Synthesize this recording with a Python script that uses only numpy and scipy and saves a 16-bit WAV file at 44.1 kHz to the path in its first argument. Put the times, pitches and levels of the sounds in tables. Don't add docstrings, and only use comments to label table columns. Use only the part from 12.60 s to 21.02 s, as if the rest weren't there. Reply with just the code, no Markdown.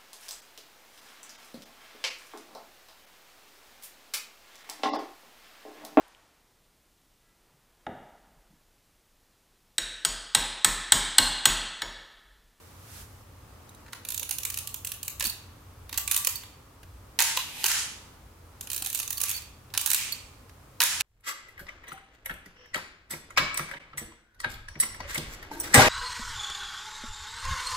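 import sys
import numpy as np
from scipy import signal
from scipy.fft import rfft, irfft, next_fast_len
from scipy.io import wavfile
from scipy.ndimage import uniform_filter1d, map_coordinates

SR = 44100
rng = np.random.default_rng(int(sys.argv[2]) if len(sys.argv) > 2 else 0)


def bounce(signal):
    frames = np.transpose(np.atleast_2d(signal))
    limited = np.clip(frames, -1, 1)
    pcm = np.round(limited * 32767).astype(np.int16)
    wavfile.write(sys.argv[1], SR, pcm)


N = 371322


def amp(db):
    return 10 ** (np.asarray(db) / 20)


def unit(x):
    return x / np.sqrt(np.mean(x ** 2) + 1e-20)


def along(points, hz):
    f, value = np.transpose(points)
    return np.interp(np.log(hz + 1), np.log(f + 1), value)


def level(*tables):
    t = np.arange(N) / SR
    return sum(amp(np.interp(t, *np.transpose(rows), left=-200, right=-200)) for rows in tables)


def run_down(rows, engage_s=.015):
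    curves = []
    for s, db, held, lost_db, fade in rows:
        end_s, end_db = s + held, db - lost_db
        curves.append([(s - engage_s, db - 40), (s, db), (end_s, end_db), (end_s + 1, end_db - fade)])
    return level(*curves)


def wobble(rate):
    knots = rng.standard_normal(int(N * rate / SR) + 4)
    return map_coordinates(knots, [np.arange(N) * rate / SR])


def filtered(x, response):
    m = next_fast_len(x.shape[-1] + 8192)
    return irfft(rfft(x, m) * response(np.fft.rfftfreq(m, 1 / SR)), m)[..., :x.shape[-1]]


def rush(spectrum, alike):
    def mid_and_side(hz):
        turn = np.arccos(np.clip(along(alike, hz), -1, 1)) / 2
        return amp(along(spectrum, hz)) * [np.cos(turn), np.sin(turn)]

    mid, side = filtered(rng.standard_normal((2, N)), mid_and_side)
    return unit(np.array([mid + side, mid - side]))


def resonant(x, modes, dull_hz):
    f = np.fft.rfftfreq(x.shape[-1], 1 / SR)
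    response = 0
    for k, (centre, width, db) in enumerate(modes):
        gain = amp(db + 1.5 * rng.standard_normal())
        band = 1j * f * width / (centre * centre - f * f + 1j * f * width)
        response = response + (-1) ** k * gain * band
    edge = .85 * modes[0][0]
    low_cut = (-f * f / (edge * edge - f * f + 1j * f * edge)) ** 2
    treble_cut = 1 / (1 + 1j * f / dull_hz)
    y = irfft(rfft(x) * response * low_cut * treble_cut, x.shape[-1])
    return y / np.linalg.norm(y, axis=-1, keepdims=True)


# pitch_hz, width_hz, level_db (relative)
HOUSING_MODES = [(880, 300, -3), (1080, 350, -1), (1450, 500, 0), (1900, 600, 0)]
PLATE_MODES = [(2390, 520, -1), (2820, 1310, -3), (3620, 600, 2), (4190, 2120, -4)]
SMALL_PART_MODES = [(6350, 1600, -3.5), (8470, 2360, 0), (10480, 3500, 0.5), (12860, 2600, 3.5),
                    (15270, 7700, -5.5)]


def clicks(rows, rise, snap, t60s, shared, dull_hz):
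    t = np.arange(4096) / SR
    out = np.zeros((2, N + len(t)))
    rattle = amp(-60 * t / np.array(t60s)[:, None, None])
    fade = (1 - np.exp(-t / rise)) ** 2 * (rattle + snap * amp(-60 * t / .012))
    fade /= fade.max(axis=2, keepdims=True)
    size = np.linalg.norm(fade, axis=2)
    share = np.clip(shared, 0, 1)[:, None, None]
    for s, db, housing_db, plates_db, pan_db in rows:
        common = rng.standard_normal((3, 1, len(t)))
        separate = rng.standard_normal((3, 2, len(t)))
        noise = np.sqrt(share) * common + np.sqrt(1 - share) * separate
        groups = amp([housing_db + 3.0, plates_db - .4, 0])[:, None]
        sides = amp(np.outer([.05, .5, 1.2], [pan_db / 2, -pan_db / 2]))
        gain = amp(db - 6.0) * groups / np.linalg.norm(groups[1:]) * sides * size
        start = round((s - rise) * SR)
        for g, x, modes in zip(gain, fade * noise, (HOUSING_MODES, PLATE_MODES, SMALL_PART_MODES)):
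            out[:, start:start + len(t)] += g[:, None] * resonant(x, modes, dull_hz)
    return out[:, :N]


def ring(rows, modes, pan_db):
    t = np.arange(SR // 2) / SR
    out = np.zeros((2, N + len(t)))
    for s, db in rows:
        tone = 0
        for hz, mode_db, t60 in modes:
            fade = amp(mode_db + rng.normal(0, 1.55, (2, 1)) - 60 * t / t60)
            tone = tone + fade * np.sin(2 * np.pi * (hz * t + rng.random((2, 1))))
        crack = .8 * amp(-60 * t / .04) * np.diff(rng.standard_normal((2, len(t) + 1)))
        attack = 1 - np.exp(-t / .001)
        out[:, round(s * SR):][:, :len(t)] += amp(db) * (tone + crack) * attack
    return out[:, :N] * amp([[pan_db / 2], [-pan_db / 2]])


# time_s, deep_db, upper_db
RUMBLE_LEVELS = [(0.0, -66, -59), (0.4, -56, -49.5), (0.77, -61, -55.5), (0.87, -55, -53), (1.12, -61, -57),
                 (1.52, -56.5, -55.5), (2.44, -59.5, -53), (2.67, -47.5, -53), (2.77, -63, -50),
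                 (3.21, -51, -53), (4.17, -64, -58), (4.27, -52, -49), (4.59, -58, -60), (7.22, -57, -53.5),
                 (7.27, -62, -53.5), (7.76, -54, -57), (8.21, -67, -59), (8.42, -60, -52)]
# (per Hz, relative)
DEEP_SPECTRUM = [(15, -44), (25, -4), (40, -5), (54, 7), (68, 5.5), (90, -65)]
DRONE_SPECTRUM = [(55, -45), (72, -12.5), (86, 4.5), (100, -2.5), (115, -4.5), (150, -19), (210, -45)]
AIR_SPECTRUM = [(76, -25), (130, -4), (176, -10), (292, -8.5), (337, -12), (505, -11.5), (658, -15),
                (874, -13.5), (1230, -13), (1570, -19), (3610, -26), (15200, -30), (16500, -46)]
# pitch_hz, likeness (left to right, 1 = same)
AIR_LIKENESS = [(60, 1.0), (180, 0.91), (550, 0.53), (1650, 0.24), (4970, 0.039), (15000, 0.14)]


def background():
    s, deep_db, upper_db = np.transpose(RUMBLE_LEVELS)
    alike = [(60, .998)]
    deep = level(np.c_[s, deep_db]) * rush(DEEP_SPECTRUM, alike)
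    upper = level(np.c_[s, upper_db]) * rush(DRONE_SPECTRUM, alike)
    air = amp(-54.5 + 1.41 * wobble(3.287)) * rush(AIR_SPECTRUM, AIR_LIKENESS)
    return deep + upper + air


# pitch_hz, t60_s
TAIL_T60 = [(500, 1), (1300, 0.57), (3500, 0.66), (9000, 0.4), (15000, 0.37)]
# pitch_hz, likeness (left to right, 1 = same)
TAIL_LIKENESS = [(400, 1), (1200, 0.79), (3000, 0.0068)]
WALL_S = .015


def room(x):
    out, step = np.zeros((2, N + 2 * SR)), SR // 4
    for start in range(0, N, step):
        hz, t, z = signal.stft(rng.standard_normal((2, SR * 2 // 3)), SR, nperseg=256)
        alike = np.clip(along(TAIL_LIKENESS, hz), 0, 1)[:, None]
        z[1] = alike * z[0] + np.sqrt(1 - alike ** 2) * z[1]
        diffuse = amp(-60 * t / along(TAIL_T60, hz)[:, None])
        near = .7 * amp(-60 * t / .13)
        tail = signal.istft(z * (diffuse + near), SR, nperseg=256)[1]
        wet = signal.fftconvolve(x[:, start:start + step], tail / np.linalg.norm(tail[0]), axes=1)
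        out[:, start + round(WALL_S * SR):][:, :wet.shape[1]] += wet
    return out[:, :N]


# start_s, level_db, housing_db and plates_db (against the small parts); all relative
FINGER_TOUCHES = [(1.2623, -51, 9, 7), (1.281, -48, 8.5, 8), (4.231, -43.5, -4, 2), (7.1014, -49, -1, 11),
                  (7.894, -46, -1, 4)]
# start_s, level_db (relative)
RING_TAPS = [(1.0917, -47.5), (1.1475, -50.5)]
# pitch_hz, level_db (relative), t60_s
TOP_PLATE_MODES = [(3880, 3, .024), (6400, 1.5, .028), (9900, 2.5, .028)]
# time_s, level_db
BRUSH_LEVELS = [(0, -59), (.184, -59), (.24, -56), (.36, -46.5), (.41, -46.5), (.474, -58.5), (.62, -63),
                (.68, -80)]
# (per Hz, relative)
SKIN_SPECTRUM = [(880, -6), (1500, 1), (1690, -2.5), (4500, -3.5), (5540, -2), (13900, -4), (16000, -10.5)]


def hands():
    touch = clicks([(*row, -2.5) for row in FINGER_TOUCHES], rise=.0012, snap=.3,
                   t60s=[.05, .04, .03], shared=[.9, .6, .4], dull_hz=9000)
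    taps = ring(RING_TAPS, TOP_PLATE_MODES, pan_db=-5.0)
    brush = level(BRUSH_LEVELS) * rush(SKIN_SPECTRUM, [(3000, 0.13)]) * amp([[-1.2], [1.2]])
    return touch + taps + brush


# peak_s, level_db (relative), swell_db_per_s, fade_db_per_s
SPRING_LOADS = [(1.898, -55, 116, 150), (2.044, -57, 95, 92), (2.31, -59, 102, 138), (2.62, -54, 85, 900),
                (3.42, -59, 200, 5), (3.67, -47, 26, 180), (6.434, -51, 178, 175), (6.656, -49, 125, 303),
                (7.276, -41.5, 185, 400)]
SPRING_HZ = 1155
SPRING_REACH_S = 0.33


def spring():
    phase = 2 * np.pi * np.cumsum(SPRING_HZ + 5 * wobble(30)) / SR
    r = SPRING_REACH_S
    swells = [[(s - r, db - swell * r), (s, db), (s + r, db - fade * r)] for s, db, swell, fade in SPRING_LOADS]
    return np.sqrt(2) * level(*swells) * amp(-6 + 3.5 * wobble(14)) * np.sin(phase)


# full_speed_s, level_db (relative), held_s, lost_db (while held), fade_db_per_s
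GEAR_RUNS = [(4.64, -27, 0.078, 4, 126), (5.09, -26.5, 0.086, 3, 121), (8.25, -31.5, 0.05, -2, 72)]
# same columns, full_speed_s being the full level
LEVER_GRINDS = [(3.69, -50, 0.079, 7, 76), (6.64, -42, .14, 2.5, 200), (7.36, -32.5, 0.098, 3.3, 114)]
# time_s, level_db (relative)
TIMER_LEVELS = [(4.78, -70), (4.85, -48.5), (4.93, -45.5), (5.03, -37.5), (5.05, -70)]
# (per Hz, relative)
WHIRR_SPECTRUM = [(450, -23), (760, -13), (1570, 0), (2250, -0.5), (3210, 1), (3460, -2.5), (7080, 2),
                  (8350, -2), (10200, -2.5), (16000, -25)]
TICKING_SPECTRUM = [(350, -58), (600, -28), (846, 2.5), (1230, -30), (1330, -28), (1430, -10.5), (2540, 2),
                    (5710, -6.5), (12800, -5.5), (15400, -11), (16000, -44)]
SCRAPE_SPECTRUM = [(410, -62), (700, -23), (808, -24), (997, -16), (1330, -10), (1620, -12), (2460, 1.5),
                   (2730, -3), (3990, -7.5), (8420, -4), (16000, -28)]


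def gears():
    near = [(700, 1.0), (3000, 0.15), (15000, 0.18)]  # (Hz, left-right likeness)
    whirr = run_down(GEAR_RUNS) * unit(amp(0.89 * wobble(500) + wobble(54)) * rush(WHIRR_SPECTRUM, near))
    timer = level(TIMER_LEVELS) * unit(amp(1.07 * wobble(600)) * rush(TICKING_SPECTRUM, near))
    slide = run_down(LEVER_GRINDS) * unit(amp(wobble(330)) * rush(SCRAPE_SPECTRUM, near))
    return (whirr + timer) * amp([[-.7], [.7]]) + slide * amp([[-1.3], [1.3]])


# start_s, level_db (relative)
STOP_BLOWS = [(2.654, -25), (2.675, -31), (2.697, -27), (3.7555, -26), (6.572, -29), (6.7408, -36),
              (6.7499, -32), (6.764, -31), (6.775, -36), (6.8196, -43), (7.5222, -25)]
# pitch_hz, level_db (relative), t60_s
LEVER_MODES = [(4500, -1.5, .07), (4440, -7, .05), (4493, -25, .5), (4517, -27, .45), (3700, -10, .025),
               (9500, -9, .035), (11650, -6, .045), (13030, -9, .06), (14800, -7, .04)]


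def lever_stops():
    return ring(STOP_BLOWS, LEVER_MODES, pan_db=-8)


# start_s, level_db (relative)
PAWL_DROPS = [(1.487, -20.5), (1.5037, -22), (1.5207, -24), (1.5443, -21), (1.577, -20.5), (1.5953, -21.5),
              (1.6293, -21), (1.692, -21.5), (1.7098, -15.5), (1.723, -26), (1.784, -20), (1.8326, -23),
              (1.8511, -16), (1.8624, -28), (1.9014, -21), (1.9419, -22), (1.9734, -20), (1.9871, -20.5),
              (2.0731, -22.5), (2.1424, -22), (2.2479, -19.5), (2.271, -22.5), (2.3181, -21), (2.43, -22.5),
              (2.4799, -19), (2.5973, -20), (2.6409, -18.5), (2.6686, -20), (3.3758, -12.5), (3.3811, -16),
              (3.4767, -17), (3.5124, -8), (3.52, -15.5), (3.5442, -14), (3.5639, -8.5), (3.5755, -14),
              (3.6474, -14), (3.671, -7.5), (6.0097, -24), (6.1013, -20), (6.116, -22), (6.1312, -21),
              (6.1449, -22.5), (6.1626, -19), (6.1783, -23), (6.2222, -19.5), (6.2472, -23), (6.261, -18),
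              (6.2704, -24), (6.3004, -22), (6.329, -22.5), (6.3415, -33), (6.3472, -17), (6.355, -20),
              (6.3746, -23.5), (6.3903, -22), (6.3994, -17), (6.4293, -24), (6.477, -23.5), (6.5053, -17),
              (6.5274, -21), (6.58, -21.5), (6.6029, -20), (6.6143, -13.5), (6.6303, -28), (6.6357, -14),
              (6.6832, -23), (6.6931, -17.5), (6.7013, -20), (6.7126, -18.5), (7.1758, -8.5), (7.2131, -17),
              (7.2607, -10.5), (7.2732, -17), (7.3027, -11.5), (7.3143, -11), (7.3325, -11), (7.3455, -8.5)]
# start_s, level_db, housing_db (against the small parts); relative
SLACK_BLOWS = [(1.325, -41, 0), (1.3309, -28.5, 0), (1.4503, -27.5, -19), (2.6067, -17.5, -7),
               (2.6245, -19.5, -18), (2.651, -18.5, -16), (2.6597, -23, -22), (3.2935, -32, -12),
               (3.3277, -24.5, -8), (3.3419, -28, -10), (3.3515, -44, -1.5), (3.8344, -36.5, -4),
               (6.0718, -30, -16), (6.663, -31, -16), (7.1387, -23.5, -8.5), (7.149, -25.5, -4)]
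# from_s, to_s
QUICK_STROKES = [(3.3, 3.7), (7.1, 7.4)]
QUICK_DB = 4
PAWL_HOUSING_DB, PAWL_PLATES_DB = -24, -8
PAWL_SCATTER_DB = 2
PLATES_DB, PLATES_FOLLOW = 3, 0.31
WIND_PAN_DB = -6


def winding():
    chance = PAWL_SCATTER_DB * rng.standard_normal((len(PAWL_DROPS), 3))
    contacts = []
    for (s, db), (housing, plates, pan) in zip(PAWL_DROPS, chance):
        brisk = any(t0 < s < t1 for t0, t1 in QUICK_STROKES)
        housing_db = PAWL_HOUSING_DB + housing + QUICK_DB * brisk
        contacts.append((s, db, housing_db, PAWL_PLATES_DB + plates, WIND_PAN_DB + pan))
    for s, db, housing_db in SLACK_BLOWS:
        contacts.append((s, db, housing_db, PLATES_DB + PLATES_FOLLOW * housing_db, WIND_PAN_DB))
    return clicks(contacts, rise=.001, snap=2.5, t60s=[.045, .045, .04], shared=[.9, .6, .45], dull_hz=30000)


# start_s, travel_s (until the mirror lands), shake_db (added to landing jolts)
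RELEASE_CUES = [(4.5896, .1828, 2.5), (8.2035, .2039, -15)]
CLOSE_S = 5.0414


def firing_order(opening, landing, closing):
    cues = [(s, opening) for s, *_ in RELEASE_CUES]
    cues += [(s + travel, landing(shake_db)) for s, travel, shake_db in RELEASE_CUES]
    cues += [(CLOSE_S, closing)]
    return [(cue + after, *rest) for cue, steps in cues for after, *rest in steps if cue + after < N / SR]


# start_s, level_db (relative), pitch_hz
WINDING_KNOCKS = [(1.619, -48, 540), (1.622, -42.5, 940), (1.711, -42.5, 802), (2.625, -41, 556),
                  (2.649, -40.5, 315), (2.668, -37.5, 218), (3.326, -45, 293), (3.671, -37, 520),
                  (6.217, -43, 297), (6.222, -41, 780), (6.265, -43, 790), (6.632, -44, 510),
                  (7.172, -45, 510)]
# after_s, level_db (relative), pitch_hz
OPEN_JOLTS = [(-.0006, -40, 480), (.0134, -40, 368), (.033, -38.5, 540)]
LAND_JOLTS = [(-.0014, -38.5, 530), (.0006, -26.5, 1020), (0.019, -33, 1045)]
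CLOSE_JOLTS = [(-.0004, -35.5, 387), (0.0118, -51, 335)]


def knocks():
    def landing(shake_db):
        return [(s, db + shake_db, hz) for s, db, hz in LAND_JOLTS]

    t = np.arange(SR // 8) / SR
    out = np.zeros(N + len(t))
    for s, db, hz in WINDING_KNOCKS + firing_order(OPEN_JOLTS, landing, CLOSE_JOLTS):
        fade = amp(db + 1.0 - 60 * t / 0.057) * (1 - np.exp(-t / 0.00093))
        out[round(s * SR):][:len(t)] += fade * np.sin(2 * np.pi * hz * t)
    return out[:N]


# after_s, level_db, housing_db and plates_db
OPENING_BLOWS = [(0, -5.5, -8.5, 3.5), (.0066, -10.5, -8, -6), (.0138, -5.5, -11, -2.5),
                 (.0242, -10.5, -9.5, -3), (.0327, -7, -20, -12)]
LANDING_BLOWS = [(-.0054, -20, -12, .5), (0, -11, -11.5, 1.8)]
CLOSING_BLOWS = [(-.0064, -27, -7, .5), (0, -7, -14, -1.5), (.0096, -15, -10, -2.5), (.0171, -13, -12, -4),
                 (.0218, -8, -20, -9), (.042, -15, -12, -5), (.0738, -15, -10, -3)]
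FIRE_PAN_DB, FIRE_PAN_FOLLOW = -.6, 0.21


def firing():
    order = firing_order(OPENING_BLOWS, lambda shake_db: LANDING_BLOWS, CLOSING_BLOWS)
    blows = [(*row, FIRE_PAN_DB + FIRE_PAN_FOLLOW * row[2]) for row in order]
    return clicks(blows, rise=.0008, snap=5, t60s=[.055, .045, .035], shared=[.95, .6, .35], dull_hz=8500)


def scene():
    wound, fired, running, stops = winding(), firing(), gears(), lever_stops()
    send = amp([[-2.5], [-6.5]]) * wound + amp([[-2.5], [-4.5]]) * fired
    send = send + amp(-15.0) * stops + amp(-5.0) * running
    camera = wound + stops + fired + running + knocks() + spring()
    return camera + room(send) + hands() + background()


def record(dry):
    power = uniform_filter1d(np.max(dry ** 2, axis=0), size=88)
    loud_db = 10 * np.log10(np.abs(power) + 1e-12)
    recovered_db = 14 * np.arange(N) / SR
    wanted_db = .35 * np.clip(loud_db + 18, 0, None)
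    cut_db = np.maximum.accumulate(wanted_db + recovered_db) - recovered_db
    ducked = dry * amp(-uniform_filter1d(cut_db, size=44))
    return filtered(ducked, lambda hz: hz < 15900)


dry = scene()
out = record(dry)
bounce(out)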